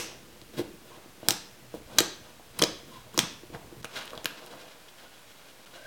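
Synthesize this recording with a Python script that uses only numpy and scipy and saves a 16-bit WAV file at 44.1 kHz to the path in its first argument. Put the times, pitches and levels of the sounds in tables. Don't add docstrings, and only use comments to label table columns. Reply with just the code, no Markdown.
import sys
import numpy as np
from scipy import signal
from scipy.fft import rfft, irfft, next_fast_len
from scipy.io import wavfile

SR = 44100
rng = np.random.default_rng(int(sys.argv[2]) if len(sys.argv) > 2 else 0)


def dump(signal):
    limited = np.clip(np.atleast_2d(signal).T, -1, 1)
    pcm = np.round(limited * 32767).astype(np.int16)
    wavfile.write(sys.argv[1], SR, pcm)


def volts(x):
    e = np.asarray(x, float) / 20
    return 10 ** e


N = 258426
LEAD = 4410


def rms_one(x):
    return x / np.sqrt(np.mean(x ** 2) + 1e-20)


def colour(x, hz, db):
    size = next_fast_len(len(x))
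    log_hz = np.log(np.arange(size // 2 + 1) * SR / size + 1)
    gain_db = np.interp(log_hz, np.log(hz), db)
    return irfft(rfft(x, size) * volts(gain_db), size)[:len(x)]


def drift(hz):
    r = np.exp(-2 * np.pi * hz / SR)
    noise = rng.standard_normal(N + LEAD + SR)
    settled = signal.lfilter([1], [1, -2 * r, r * r], noise)[SR:]
    return rms_one(settled)


def ring(hz, t60, sag=0, size=6000):
    t = np.arange(size) / SR
    pitch = hz * (1 + sag * np.exp(-t / 0.00021))
    return np.sin(2 * np.pi * np.cumsum(pitch) / SR) * volts(-60 * t / t60)


def add(out, s, sound):
    i = LEAD + round(s * SR)
    out[i:i + len(sound)] += sound[:len(out) - i]


def follow(rows):
    s, *columns = np.transpose(rows)
    t = (np.arange(N + LEAD) - LEAD) / SR
    return [np.interp(t, s, column) for column in columns]


def grains(per_s, spread_db, spectrum, clump_db):
    size = N + LEAD
    born = rng.random(size) < per_s / SR
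    height = volts(spread_db * np.minimum(rng.exponential(1, size), 5))
    sign = rng.choice([-1, 1], size)
    clumps = volts(clump_db * drift(32.0))
    return rms_one(colour(born * height * sign * clumps, *np.transpose(spectrum)))


# start in seconds, peak level of the rings in dB before the room,
# final hole pitch in Hz, final film pitch in Hz, film ring re hole ring in dB, tear decay time in seconds.
BURSTS = [(-.05, 0, 3900, 8200, 7, 0.00086), (-.035, 6, 2970, 5700, 12, 0.00047),
          (.4158, -30.5, 3830, 4350, -6, 0.00055), (1.286, 1.5, 4600, 7450, -2.5, 0.0014),
          (1.3071, -2.5, 3700, 6100, 4, 0.0011), (1.3233, -17.5, 3480, 7460, -6, .0008),
          (1.9853, 0.5, 4370, 6060, -4, 0.0032), (1.9886, -6.5, 3700, 4640, -24, 0.0024),
          (2.0045, -6.5, 2900, 7200, 0, 0.0016), (2.5899, -18.5, 2880, 9450, 12, 0.00062),
          (2.5928, -15.5, 2830, 4500, 6, 0.0028), (2.6181, -9.5, 1140, 6300, -3, 0.0005),
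          (2.6224, -4.5, 3370, 5730, -2, 0.0025), (2.6377, -6, 4030, 5300, 4, 0.0019),
          (3.144, -32, 1130, 7460, 8, 0.0013), (3.1776, -4.5, 1190, 5270, 11, 0.00064),
          (3.191, 5.5, 3320, 5560, 2.5, 0.00062), (3.2302, -49, 1210, 12500, 8, .0008),
          (3.5485, -28, 1590, 4890, -21, 0.00057), (3.8297, -34, 3580, 5120, -11, .0008),
          (3.845, -21.5, 1510, 5630, -3, 0.00094), (3.8464, -22.5, 3240, 6600, -5, 0.0015),
          (3.854, -25, 2500, 6210, -13, 0.001), (4.056, -36, 2800, 9500, 2, .0008),
          (4.078, -27.5, 2780, 4570, -19, .0008), (4.106, -29, 2790, 5030, -5, .0008),
          (4.1336, -28.5, 1190, 4680, -28, 0.0011), (4.153, -31, 3770, 4400, -7, .0008),
          (4.177, -25.5, 3240, 4400, -25, 0.0011), (4.245, -18.5, 2670, 6400, 7, .0012),
          (4.257, -7.5, 2870, 3900, -6, 0.00045), (4.2572, -18, 1650, 8600, -7, 0.0015),
          (4.463, -32, 4250, 8000, 5, .0008)]


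def pops():
    out, t = np.zeros(N + LEAD), np.arange(400) / SR
    treble = signal.butter(2, [8500, 15500], "band", fs=SR, output="sos")
    middle = signal.butter(1, [900, 6000], "band", fs=SR, output="sos")
    snap = volts(-4.0) * signal.sosfilt(middle, signal.unit_impulse(400))
    spray_per_s = 110
    for s, db, hole_hz, film_hz, film_db, tear_s in BURSTS:
        spray, hiss = rng.standard_normal((2, 400))
        tear = spray_per_s * tear_s * spray * np.exp(-t / tear_s)
        tear[0] = -1
        hole = ring(hole_hz, 8.8 / hole_hz, sag=0.24, size=400)
        film = volts(film_db) * ring(film_hz, 9.4 / film_hz, sag=0.076, size=400)
        rings = signal.fftconvolve(tear, hole + film + snap)
        late = t - .003
        onset = .1 * np.exp(np.minimum(late, 0) / .0007)
        decay = np.exp(-late / (0.33 * tear_s))
        crack = signal.sosfilt(treble, hiss * np.where(late < 0, onset, decay))
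        crack_db = db - 19.5 + 0.18 * film_db + 22.5 * np.log2(film_hz / 5000)
        add(out, s, volts(db) * rings / np.abs(rings).max())
        add(out, s - .003, volts(crack_db) * crack / np.abs(crack).max())
    return out


# time in seconds, peak level in dB before the room,
# pitch of the squeezed air in Hz.
PUSHES = [(-.03, -18, 353), (-.015, -21, 460), (0.417, -40, 322), (0.537, -46, 298), (0.577, -30, 328),
          (.592, -15, 360), (.603, -23, 367), (.612, -21, 322), (0.971, -40.5, 345), (1.057, -40, 323),
          (1.228, -28, 600), (1.284, -15, 785), (1.31, -24, 335), (1.739, -24.5, 495), (1.983, -22.5, 480),
          (2.004, -13, 377), (2.395, -38.5, 700), (2.594, -27, 192), (2.617, -13, 360), (2.63, -10.5, 522),
          (2.83, -42, 312), (3.144, -34, 209), (3.178, -17, 350), (3.195, -22.5, 222), (3.229, -26, 178),
          (3.432, -35.5, 325), (3.499, -34.5, 328), (3.523, -36, 328), (3.541, -32, 158), (3.723, -35, 320),
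          (3.808, -35, 153), (3.843, -27, 543), (4.129, -33, 536), (4.175, -30, 660), (4.244, -32, 340),
          (4.503, -43, 540), (4.554, -37.5, 540)]
# frequency in Hz, mean relative level in dB, 60 dB decay time in seconds.
TUB_MODES = [(125, -10, .12), (185, -10, .08), (228, -8, .07), (335, 0, .07), (472, -4, .05),
             (640, -10, .03), (960, -14, .02)]


def thuds():
    out = np.zeros(N + LEAD)
    contact = signal.windows.hann(round(0.00072 * SR))
    for s, db, air_hz in PUSHES:
        own_db = 2.5 * rng.standard_normal(len(TUB_MODES))
        tub = sum(volts(mode_db + extra_db) * ring(mode_hz, t60)
                  for (mode_hz, mode_db, t60), extra_db in zip(TUB_MODES, own_db))
        air = ring(air_hz, 9.0 / air_hz)
        push = signal.fftconvolve(contact, -air - volts(-13) * tub)
        add(out, s + .002, volts(db) * push / np.abs(push).max())
    return out


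# frequency in Hz, relative spectral level in dB per Hz.
CRACKLE_SPECTRUM = [(880, -13), (1500, -3), (1910, -9), (3120, -5.5), (3570, -5.5), (6180, -15),
                    (15000, -30.5)]
SMACK_SPECTRUM = [(400, 4), (600, 7), (900, 2.5), (1500, -5.5), (2300, -31)]
SQUELCH_SPECTRUM = [(90, -36), (130, 4), (220, 9), (330, 4), (480, -0.5), (700, -25.5)]
# time in seconds, mean crackle level in dB, mean squelch level in dB.
SETTLING_LEVELS = [(0, -62, -57.5), (1.2, -89, -60.5), (1.6, -75, -62), (2.5, -72.5, -63),
                   (3.8, -68, -57.5), (3.9, -63, -65), (4.3, -53.5, -61.5), (4.85, -56.5, -76),
                   (5.1, -64, -69), (5.86, -59, -74)]
# time of the maximum in seconds,
# length in seconds, crackle level in dB, smack level in dB, squelch level in dB, all at the maximum.
FINGER_SQUEEZES = [(.54, 0.087, -55, -50.5, -51), (0.585, 0.084, -39, -46.5, -30.5),
                   (0.94, 0.34, -55.5, -56.5, -74), (1.27, 0.36, -53, -52, -49),
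                   (1.749, 0.091, -52.5, -49, -44), (1.918, 0.21, -55, -51, -55),
                   (1.99, 0.2, -43.5, -43.5, -39), (2.25, 0.26, -57, -55.5, -66),
                   (2.596, 0.25, -48, -53, -47), (2.887, 0.14, -66, -62, -46.5),
                   (2.944, 0.28, -54.5, -75, -71), (3.164, 0.14, -48.5, -64, -42.5),
                   (3.544, 0.086, -51, -41.5, -63), (3.965, .24, -40, -45, -65),
                   (4.143, 0.25, -59, -47, -71), (4.534, 0.26, -52, -52.5, -66),
                   (5.748, 0.13, -45.5, -55.5, -82)]


def kneading():
    crackle_db, squelch_db = follow(SETTLING_LEVELS)
    smack_bed = volts(crackle_db - 6) + volts(squelch_db - 6.5)
    bed = np.array([volts(crackle_db), smack_bed, volts(squelch_db)])
    levels = bed * [volts(3.5 * drift(11.0)) for _ in range(3)]
    t = (np.arange(N + LEAD) - LEAD) / SR
    rise_share, range_db = 0.36, 25.5
    for s, length, *peak_db in FINGER_SQUEEZES:
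        away = np.maximum((s - t) / rise_share, (t - s) / (1 - rise_share)) / length
        envelope = volts(-range_db * away ** 1.29)
        levels = np.hypot(levels, np.outer(volts(peak_db), envelope))
    crackle = levels[0] * grains(6000, 1.7, CRACKLE_SPECTRUM, clump_db=3.0)
    smack = levels[1] * grains(2500, 2.0, SMACK_SPECTRUM, clump_db=1.5)
    squelch = levels[2] * grains(1500, 2.0, SQUELCH_SPECTRUM, clump_db=1.5)
    return crackle + smack + squelch


# start in seconds, length in seconds,
# centre in Hz, bandwidth in Hz, rms level in dB before the fades and the room.
FOLD_WHEEZES = [(.905, .05, 1000, 120, -57), (2.91, .08, 1000, 90, -54), (5.04, .05, 1450, 90, -61),
                (5.73, .17, 590, 80, -55), (5.76, .14, 1560, 70, -53)]


def wheezes():
    out = np.zeros(N + LEAD)
    for s, length, hz, width_hz, db in FOLD_WHEEZES:
        band_hz = [hz - width_hz / 2, hz + width_hz / 2]
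        narrow = signal.butter(2, band_hz, "band", fs=SR, output="sos")
        size = round(length * SR)
        air = signal.sosfilt(narrow, rng.standard_normal(SR // 2))[-size:]
        add(out, s, volts(db) * rms_one(air) * signal.windows.tukey(size, .5))
    return out


# frequency in Hz, 60 dB decay time in seconds,
# energy re direct sound in dB before the swells.
ROOM_TAIL = [(101, 0.67, -10), (270, 0.43, -8.5), (700, 0.38, -3.5), (1830, 0.52, -7.5), (5240, 0.5, -10),
             (7850, 0.36, -11), (13700, 0.18, -12)]
# delay in seconds,
# half width (to 1/e of the dB rise) in seconds, rise in dB.
TAIL_SWELLS = [(.002, .0015, 10), (.0095, .002, 3), (.0135, .002, 2.5)]
# delay in seconds, level re direct sound in dB.
TUB_ECHOES = [(.0005, -44), (.0011, -25), (.0018, -17.5)]


def room(x):
    t = np.arange(SR) / SR
    response, edges = np.zeros(SR), 70 * 2 ** np.arange(0, 8.1, .5)
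    table_hz, *columns = np.transpose(ROOM_TAIL)
    for low, high in zip(edges, edges[1:]):
        log_centre = np.log(low * high) / 2
        t60, db = [np.interp(log_centre, np.log(table_hz), column) for column in columns]
        band_pass = signal.butter(2, [low, high], "band", fs=SR, output="sos")
        band = signal.sosfilt(band_pass, rng.standard_normal(SR))
        fade = volts(-60 * t / t60) * (1 - np.exp(-t / 0.00067))
        response += volts(db) * band * fade / np.sqrt(np.sum(fade ** 2))
    for s, width, db in TAIL_SWELLS:
        response *= volts(db * np.exp(-((t - s) / width) ** 2))
    response[0] += 1
    for k, (s, db) in enumerate(TUB_ECHOES):
        response[round(s * SR)] += volts(db) * (-1) ** k
    return signal.fftconvolve(x, response)[:len(x)]


# frequency in Hz, relative spectral level in dB per Hz.
RUMBLE_SPECTRUM = [(15, -39), (35, 14), (75, 10), (100, 7.5), (125, 18.5), (200, -28)]
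# time in seconds, level in dB.
RUMBLE_LEVELS = [(0, -65), (.15, -61), (.63, -61), (.9, -64), (1.55, -67), (1.79, -53), (2.38, -64.5),
                 (2.6, -60), (3.48, -59), (3.58, -50), (3.73, -62), (3.81, -51.5), (3.84, -77), (4.04, -80),
                 (4.18, -52.5), (4.29, -85), (4.98, -73), (5.86, -70)]


def low_rumble():
    return volts(follow(RUMBLE_LEVELS)[0]) * grains(900, 3.4, RUMBLE_SPECTRUM, clump_db=2.0)


# frequency in Hz, relative spectral level in dB per Hz.
HUSH_SPECTRUM = [(12, -44), (20, -13.5), (65, -14), (285, -11.5), (328, -11), (367, -10.5), (542, -9.5),
                 (698, -12), (897, -13), (2910, -15.5), (16000, -25)]


def steady_hush():
    return volts(-55) * rms_one(colour(rng.standard_normal(N), *np.transpose(HUSH_SPECTRUM)))


# centre in seconds, half width (to 1/e of the dB dip) in seconds,
# gain at the centre in dB.
LEVEL_DIPS = [(3.82, 0.0032, -11), (5.656, 0.0021, -23)]


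def scene():
    hush = steady_hush()
    rumble = low_rumble()
    slime = room(pops() + thuds() + kneading() + wheezes())
    bass_cut = signal.butter(4, 120, "high", fs=SR, output="sos")
    slime = signal.sosfilt(bass_cut, slime)
    mix = (slime + rumble)[LEAD:] + hush
    t = np.arange(N) / SR
    for s, width, db in LEVEL_DIPS:
        mix = mix * volts(db * np.exp(-((t - s) / width) ** 2))
    return mix[None]


def band_limit(x):
    return signal.sosfilt(signal.butter(12, 16670, fs=SR, output="sos"), x)


def record(dry):
    finished = np.clip(dry + .0012, -1, 1)
    return band_limit(finished)


dry = scene()
out = record(dry)
dump(out)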